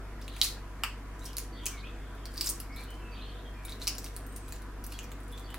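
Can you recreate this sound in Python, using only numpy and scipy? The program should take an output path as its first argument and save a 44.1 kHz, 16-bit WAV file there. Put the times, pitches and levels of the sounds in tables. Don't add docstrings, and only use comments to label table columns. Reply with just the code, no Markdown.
import sys
import numpy as np
from scipy import signal
from scipy.io import wavfile
from scipy.ndimage import uniform_filter1d

SR = 44100
rng = np.random.default_rng(int(sys.argv[2]) if len(sys.argv) > 2 else 0)


def master_out(mix):
    frames = np.transpose(np.atleast_2d(mix))
    ceiling = np.clip(frames, -1, 1)
    pcm = np.round(ceiling * 32767).astype(np.int16)
    wavfile.write(sys.argv[1], SR, pcm)


N = 246078


def gain_of(db):
    return 10 ** (np.asarray(db) / 20)


def unit_level(x):
    return x / np.sqrt(np.mean(x ** 2) + 1e-20)


def value_at(points, hz):
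    f, value = np.transpose(points)
    return np.interp(np.log(hz + 1), np.log(f + 1), value)


def add(mix, start_s, sound):
    part = mix[..., round(start_s * SR):][..., :sound.shape[-1]]
    part += sound[..., :part.shape[-1]]


def band(x, lo_hz, hi_hz):
    return signal.sosfilt(signal.butter(2, [lo_hz, hi_hz], "bandpass", fs=SR, output="sos"), x)


def resonate(x, hz, width_hz):
    turn = np.exp(2j * np.pi * np.cumsum(np.full(len(x), hz)) / SR)
    decay = np.exp(-np.pi * width_hz / SR)
    return 2 * (turn * signal.lfilter([1 - decay], [1, -decay], x / turn + 1e-18)).real


def ring(x, hz, share):
    broad = signal.lfilter(*signal.iirpeak(hz, 0.23 / share, SR), x)
    return signal.lfilter(*signal.iirpeak(hz, 1 / share, SR), broad)


def patchy_noise(spectrum, patchy_db):
    frames, hz = N // 512 + 5, np.fft.rfftfreq(2048, 1 / SR)
    real, imag, patches = rng.standard_normal((frames, 1025, 3)).T
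    patches = unit_level(uniform_filter1d(uniform_filter1d(patches, 20, axis=0), 8, axis=1))
    spectra = (real + 1j * imag) * gain_of(value_at(spectrum, hz)[:, None] + patchy_db * patches)
    return unit_level(signal.istft(spectra, nperseg=2048, noverlap=1536)[1][1024:N + 1024])


def air_and_water():
    # f/Hz, relative level/dB
    shared_spectrum = [(15, -59), (25, -2), (65, -12), (99, -20.5), (257, -13.5), (485, -19.5), (539, -25),
                       (649, -19.5), (892, -25.5), (991, -20.5), (1640, -23.5), (3830, -41), (4850, -41.5),
                       (14000, -47.5), (15200, -57)]
    side_spectrum = [(15, -32), (25, -9), (119, -5), (436, -11), (584, -12), (892, -13.5), (1130, -10),
                     (2780, -16.5), (4140, -19), (14000, -28.5), (15200, -37)]
    shared = gain_of(-49.5) * patchy_noise(shared_spectrum, patchy_db=1.24)
    side = gain_of(-59.5) * patchy_noise(side_spectrum, patchy_db=1.5)
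    return shared + side * [[1], [-1]]


def compressor():
    # f/Hz, relative level/dB
    tones = [(49.2, -42.8), (98.4, -55), (136.3, -60.5)]
    # f/Hz, width/Hz, relative level/dB
    drones = [(28.7, 4, -58), (65, 7.7, -84), (244, 21, -63.5), (270, 19, -62), (335, 3.4, -65),
              (482.2, 13.7, -65), (986, 4.9, -66)]
    t = np.arange(N) / SR
    hum = sum(gain_of(db) * np.sqrt(2) * np.sin(2 * np.pi * (hz * t + rng.random())) for hz, db in tones)
    air = rng.standard_normal(N)
    drone = sum(gain_of(db) * unit_level(resonate(resonate(air, hz, width), hz, 4 * width))
                for hz, width, db in drones)
    return (hum + drone) * gain_of([[.2], [-.2]])


def tear(length_s, db, ring_hz):
    swell_db, release_s, release_db = 16, 0.1, 28
    chance, size, sign = rng.random((3, SR // 2))[:, :round((length_s + release_s) * SR)]
    t = np.arange(len(size)) / SR
    level_db = np.interp(t, [0, length_s, length_s + release_s], [db - swell_db, db, db - release_db])
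    snaps_per_s = np.clip(3000 * gain_of(level_db + 52), 500, 4000)
    size = gain_of(3.5 * np.minimum(-np.log(size + 1e-9), 4)) * np.sign(sign - .5)
    snaps = size * (chance < snaps_per_s / SR) / np.sqrt(snaps_per_s)
    flake = resonate(snaps, ring_hz, width_hz=900)
    sound = unit_level(band(snaps, 2160, 15400)) + 0.27 * unit_level(flake)
    sound = gain_of(level_db) * unit_level(sound) * signal.windows.tukey(len(t), .05)
    return np.array([np.roll(sound, 1), sound, sound])


def crack(ring_db, ring_hz, treble_db, treble_hz, low_db, egg_db, crumble_ms):
    # f/Hz, width/Hz, relative level/dB
    egg_tones = [(910, 140, -20), (1180, 540, 1), (1510, 1900, 13), (1960, 1400, -22)]
    ms = np.arange(2500) / SR * 1000
    rise_ms = min(.12 * crumble_ms ** 2, 6)
    snap_at = round(rise_ms / 1000 * SR)
    detune, pan = rng.uniform(-1, 1, 2)
    chance, size = rng.random(len(ms)), rng.standard_normal(len(ms))
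    swell = np.minimum(ms / rise_ms, 1) ** 2 * np.exp(-np.maximum(ms - rise_ms, 0) / crumble_ms)
    snaps = gain_of(-15 + 6 * crumble_ms) * size * (chance < .2) * swell
    snaps[snap_at] = 1
    snaps = signal.fftconvolve(snaps[None], near_echoes(), axes=1)
    snaps = np.vstack([snaps, np.arange(snaps.shape[1]) == snap_at])
    ring_share = np.clip(0.27 / (1 + crumble_ms / 3.5), .05, .6)
    flake = ring(snaps, ring_hz, ring_share) + band(band(snaps, 3800, 7300), 3300, 9000) / 8
    low = ring(snaps, 2785 * (1 + .05 * detune), share=0.19)
    treble = ring(snaps, treble_hz, share=0.16) + 0.3 * band(snaps, 7300, 12500)
    edge = band(band(snaps, 12000, 18000), 11000, 19000)
    edge_db = treble_db - 4.5 - 0.5 * (treble_hz / 1000 - 10)
    egg = sum(gain_of(db) * ring(snaps, hz, width / hz) for hz, width, db in egg_tones)
    egg = band(band(egg, 750, 2400), 650, 3000)
    attack_end = round((rise_ms + 6) / 1000 * SR)
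    sound = 0
    for db, part in [(ring_db, flake), (low_db, low), (treble_db, treble), (edge_db, edge), (egg_db, egg)]:
        direct = np.linalg.norm(part[:2, :attack_end].mean(0))
        to_walls = np.linalg.norm(part[2, :attack_end])
        sound += gain_of(db) * part / [[direct], [direct], [to_walls]]
    sound = band(sound, 800, 20000)
    return rise_ms / 1000, sound * gain_of([[.6 * pan], [-.6 * pan], [0]])


def near_echoes():
    # longest delay/ms, level/dB
    bounces = [(1.3, -15), (3.6, -9), (5.2, -9), (7.5, -13), (12, -13), (19, -15)]
    echoes = np.zeros((2, 1300))
    echoes[0, 1] = echoes[1, 0] = 1
    for ms, db in bounces:
        shared, own = rng.standard_normal(70), rng.standard_normal((2, 70))
        scatter = (shared + 0.8 * own) * np.exp(-np.arange(70) / 22)
        add(echoes, ms * rng.uniform(0.83, 1.0) / 1000, gain_of(db) * scatter / np.linalg.norm(scatter[0]))
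    return echoes


def wall_echoes(stretch):
    # f/Hz, t/s
    fade_times = [(1000, 0.52), (2500, 0.6), (5500, 0.62), (10000, 0.45), (15000, 0.38)]
    # f/Hz, share
    likeness = [(500, 1), (1500, 1), (4000, 0.12), (10000, .02)]
    taps = np.zeros((2, SR))
    at = np.arange(0, SR - 20, 20) + rng.integers(0, 20, (2, (SR - 1) // 20))
    np.put_along_axis(taps, at, rng.choice([-1., 1.], at.shape), 1)
    hz, t, (left, other) = signal.stft(taps, SR, nperseg=256)
    alike = value_at(likeness, hz)[:, None]
    right = alike * left + np.sqrt(1 - alike ** 2) * other
    fade = gain_of(-60 * t / (stretch * value_at(fade_times, hz)[:, None]))
    echoes = signal.istft(np.array([left, right]) * fade, SR, nperseg=256)[1]
    return echoes / np.linalg.norm(echoes[0])


def kitchen(left, right, to_walls):
    delayed = np.pad(to_walls, (round(.006 * SR), 0))
    echoes = signal.fftconvolve(delayed[None], wall_echoes(stretch=0.49), axes=1)
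    return np.array([left, right]) + gain_of(-4.5) * echoes[:, :N]


def peeling():
    # t/s, ring level/dB, ring f/Hz, treble level/dB, treble f/Hz,
    # low ring level/dB, egg level/dB, crumble time/ms
    cracks = [(0.2138, -31.5, 3630, -35, 9090, -41, -41, 3.3),
              (0.2197, -29.5, 5180, -45, 9130, -37, -44, 3.4),
              (0.2422, -34, 5150, -49, 10050, -57, -43, 5.3), (0.2798, -21.5, 3450, -28, 8900, -29, -37, 2),
              (0.3654, -24, 3400, -28, 10590, -27, -37, 0.9),
              (0.415, 5.5, 4100, -8.5, 10500, -22, -17, 1.89), (0.4343, -22, 4640, -9, 9800, -33, -39, 3.1),
              (0.444, -18, 4940, -13, 9310, -25, -37, 0.8), (0.448, -12, 6780, -12, 7800, -32, -23.5, 0.95),
              (0.8357, -9.5, 4700, -10, 7890, -3, -5, 1.57), (1.1942, -36, 6960, -39, 7310, -58, -45, 0.69),
              (1.2431, -38, 3850, -30, 9300, -48, -44, 1.3),
              (1.2543, -20, 5560, -22.5, 9050, -42, -44, 4.2),
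              (1.2631, -29, 5500, -26, 8340, -38, -42, 3.4), (1.3321, -28, 5030, -32, 10420, -49, -45, 1.2),
              (1.3687, -14, 4540, -12, 10200, -43, -39, 0.88),
              (1.3832, -13.5, 6630, -11, 10000, -25.5, -26, 0.65),
              (1.6571, -17, 7540, -13, 9400, -23, -32, 1.7),
              (1.6644, -6.5, 6300, -7.5, 7870, -14, -22, 1.7), (2.15, -46, 3700, -40, 10680, -57, -46, 3.7),
              (2.2553, -19, 4700, -24.5, 8400, -28.5, -36, 2.3),
              (2.3387, -31, 4840, -31, 9400, -50, -49, 3), (2.3592, -28, 4800, -45, 10520, -54, -38, 3.2),
              (2.3719, -23, 4680, -24, 8190, -38, -45, 2.9), (2.378, -12.5, 4700, -26, 8000, -32, -44, 2.4),
              (2.4095, -3, 4920, -9.5, 7540, -17, -35, 3.3), (2.4436, -29, 4730, -16, 8500, -32, -32, 2.1),
              (2.4604, -20, 5060, -12, 7520, -43, -25.5, 4.5),
              (2.4708, -7.5, 5650, -12, 11550, -34, -39, 4.3), (2.4913, -18, 7000, -8, 8250, -44, -41, 5.8),
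              (2.4986, -21, 6930, -7, 8660, -43, -39, 2.9),
              (2.6013, -22, 5000, -14.5, 11700, -28, -42, 2.05),
              (2.7625, -31, 4230, -25, 11250, -52, -41, 2.3),
              (2.8379, -45, 3850, -28, 12140, -50, -43, 1.9),
              (2.9046, -37, 6840, -31, 8750, -46, -39, 1.65),
              (3.6509, -28, 3740, -20, 10800, -35, -35, 4.6), (3.6821, -26, 3540, -45, 7310, -32, -27, 3.4),
              (3.6942, -23.5, 3820, -27, 9960, -39, -41, 2.7),
              (3.7221, -19, 3900, -33, 7300, -41, -39, 4.4), (3.8109, -30, 3900, -40, 7310, -52, -27, 4.7),
              (3.8177, -16.5, 4200, -41, 7300, -35, -42, 6.4),
              (3.8713, -7, 4880, -16, 7810, -24, -24, 0.92), (3.8763, -6, 5140, -11, 7000, -21, -31, 0.34),
              (3.8779, -5, 5570, -8.5, 9870, -11.5, -22, 1.36),
              (3.881, -11, 5400, -14, 7310, -16.5, -28, 0.97),
              (3.9523, -34, 5510, -27, 10070, -28, -43, 1.5),
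              (3.9829, -18.5, 5840, -17, 7310, -44, -37, 1.4),
              (3.9893, -25, 5630, -27, 8200, -47, -34, 0.7),
              (4.0432, -20.5, 5550, -21.5, 8700, -40, -29, 1.8),
              (4.0614, -25, 3740, -30, 7980, -31, -30, 2.6), (4.1646, -25, 4530, -17, 9800, -37, -36, 0.51),
              (4.266, -42, 7170, -25.5, 12400, -42, -44, 0.73),
              (4.3251, -45, 3760, -34, 10290, -54, -33, 4), (4.3629, -26.5, 6700, -20, 9150, -35, -36, 1.8),
              (4.4829, -33, 3940, -26, 12060, -56, -44, 1.2), (4.49, -40, 4530, -29, 11020, -41, -45, 0.9),
              (4.5236, -22.5, 4300, -20, 7310, -29, -27, 1.1),
              (4.6206, -35, 4270, -32, 10690, -57, -45, 0.51),
              (4.8402, -28, 6410, -19, 11950, -44, -42, 2.0),
              (4.8436, -26.5, 5000, -23, 12000, -34, -46, 0.76),
              (4.8656, -41, 5070, -19, 12500, -41, -36, 1.4),
              (4.9214, -24.5, 4440, -24, 11640, -26, -34, 2.9),
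              (4.9901, -23, 6500, -27.5, 6900, -18, -27, 0.77),
              (5.0318, -32, 6660, -28, 12000, -49, -48, 0.6),
              (5.0419, -27.5, 5530, -32, 7430, -49, -43, 1.4),
              (5.1175, -28.5, 3700, -27, 7460, -34, -30, 1.6), (5.204, -41, 3620, -36, 9860, -55, -43, 0.6),
              (5.2341, -44, 4750, -37, 8520, -59, -48, 0.5), (5.2813, -46, 7000, -35, 8350, -46, -47, 0.79),
              (5.3173, -41, 3630, -34, 10580, -57, -48, 0.7),
              (5.3252, -39, 3550, -31, 10810, -56, -49, 0.6), (5.378, -26, 3760, -30, 7730, -33, -38, 1.56),
              (5.3964, -48, 3710, -33, 8430, -54, -45, 0.72), (5.5036, -32, 3510, -32, 8300, -32, -47, 1.8),
              (5.5436, -23, 3970, -20.5, 11200, -36, -18.5, 0.55)]
    # t/s, length/s, top level/dB, flake f/Hz
    pulls = [(0.186, 0.05, -60, 5400), (.32, 0.1, -49, 4600), (.412, 0.035, -34.5, 5400),
             (1.184, 0.089, -53, 6400), (1.361, 0.028, -46.5, 8300), (1.612, 0.1, -53, 6900),
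             (2.302, 0.14, -46.5, 4800), (2.427, 0.047, -38.5, 7500), (2.52, 0.082, -55, 8000),
             (2.727, 0.079, -54.5, 4400), (2.897, 0.055, -62.5, 5000), (3.627, 0.083, -51.5, 5030),
             (3.794, 0.035, -46, 5200), (3.84, 0.038, -56, 6000), (3.94, 0.12, -52, 6200),
             (4.128, 0.037, -55, 8900), (4.282, 0.092, -60, 9300), (4.434, 0.12, -55.5, 6300),
             (4.86, 0.062, -52, 5500), (4.938, 0.055, -58, 6800), (5.074, 0.034, -62, 6800),
             (5.238, 0.076, -67, 8600), (5.35, 0.03, -57, 6100), (5.469, 0.093, -63, 6400)]
    places = np.zeros((4, 3, N))
    for k, (snap_s, *settings) in enumerate(cracks):
        rise_s, sound = crack(*settings)
        add(places[k % len(places)], snap_s - rise_s, sound)
    for start_s, *settings in pulls:
        add(places[0], start_s, tear(*settings))
    return sum(kitchen(*place) for place in places)


def bird_note(length_s, first_hz, last_hz, db, buzz_hz):
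    waver_hz, flutter_db = 25, 3.5
    t = np.arange(0, length_s, 1 / SR)
    shake, flutter = (unit_level(band(rng.standard_normal(SR // 2), 19.8, 236))[-len(t):]
                      for _ in range(2))
    hz = np.linspace(first_hz, last_hz, len(t)) + np.hypot(buzz_hz, waver_hz) * shake
    swell = gain_of(db + flutter_db * flutter) * signal.windows.tukey(len(t), .4)
    return swell * np.sqrt(2) * np.sin(2 * np.pi * np.cumsum(hz) / SR)


def birds():
    # t/s, length/s, first f/Hz, last f/Hz, relative level/dB, buzz depth/Hz
    notes = [(0.287, 0.11, 4290, 3160, -54, 390), (1.21, 0.037, 3700, 4250, -53.5, 50),
             (1.257, 0.071, 3160, 3030, -54.5, 220), (1.515, 0.096, 4540, 4520, -58, 50),
             (1.536, 0.19, 3540, 2950, -53, 200), (1.517, 0.12, 2040, 1920, -57.5, 23),
             (1.703, 0.11, 2405, 2097, -51.5, 18), (1.763, 0.066, 3840, 4140, -53.5, 370),
             (1.826, 0.059, 2400, 2680, -49, 24), (1.833, 0.077, 2980, 3530, -53.5, 170),
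             (1.979, 0.28, 3360, 3440, -64, 220), (2.22, 0.091, 3210, 3220, -60, 70),
             (2.683, 0.16, 2114, 2406, -52.5, 21), (2.716, 0.048, 4730, 5280, -56.5, 240),
             (2.766, 0.032, 3750, 4180, -48.5, 240), (2.81, 0.053, 4300, 3740, -57, 300),
             (2.875, 0.073, 2990, 3060, -52.5, 30), (2.975, .26, 2720, 2490, -56.5, 43),
             (3.108, 0.075, 4630, 4550, -59, 60), (3.129, 0.16, 3600, 3075, -52.5, 320),
             (3.21, 0.043, 4120, 4160, -51.5, 110), (3.25, 0.065, 4350, 4400, -59, 82),
             (3.25, 0.18, 3120, 3540, -57, 290), (3.444, 0.062, 3250, 3210, -54.5, 24),
             (3.533, 0.21, 2463, 2180, -58.5, 35), (4.162, 0.36, 9000, 7800, -63, 60),
             (4.42, 0.12, 2520, 2470, -64, 28), (4.923, 0.074, 4600, 4050, -57, 240),
             (4.934, 0.037, 3340, 3300, -52.5, 55), (5.022, 0.04, 2470, 2410, -58, 30),
             (5.321, .04, 3420, 3515, -49.5, 5.5), (5.438, 0.034, 4400, 4600, -59, 200),
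             (5.461, 0.086, 3290, 3520, -57.5, 130), (5.48, 0.08, 3030, 2974, -55.5, 40)]
    song = np.zeros(N)
    for start_s, *settings in notes:
        add(song, start_s, bird_note(*settings))
    echoes = signal.fftconvolve(song[None], wall_echoes(stretch=.9), axes=1)[:, :N]
    return gain_of(-5) * song + gain_of(-8) * echoes


def scene():
    return air_and_water() + peeling() + birds() + compressor()


def record(dry):
    lowpass = signal.firwin(301, 16000, window=("kaiser", 9), fs=SR)
    return signal.oaconvolve(dry, lowpass[None], "same")


dry = scene()
out = record(dry)
master_out(out)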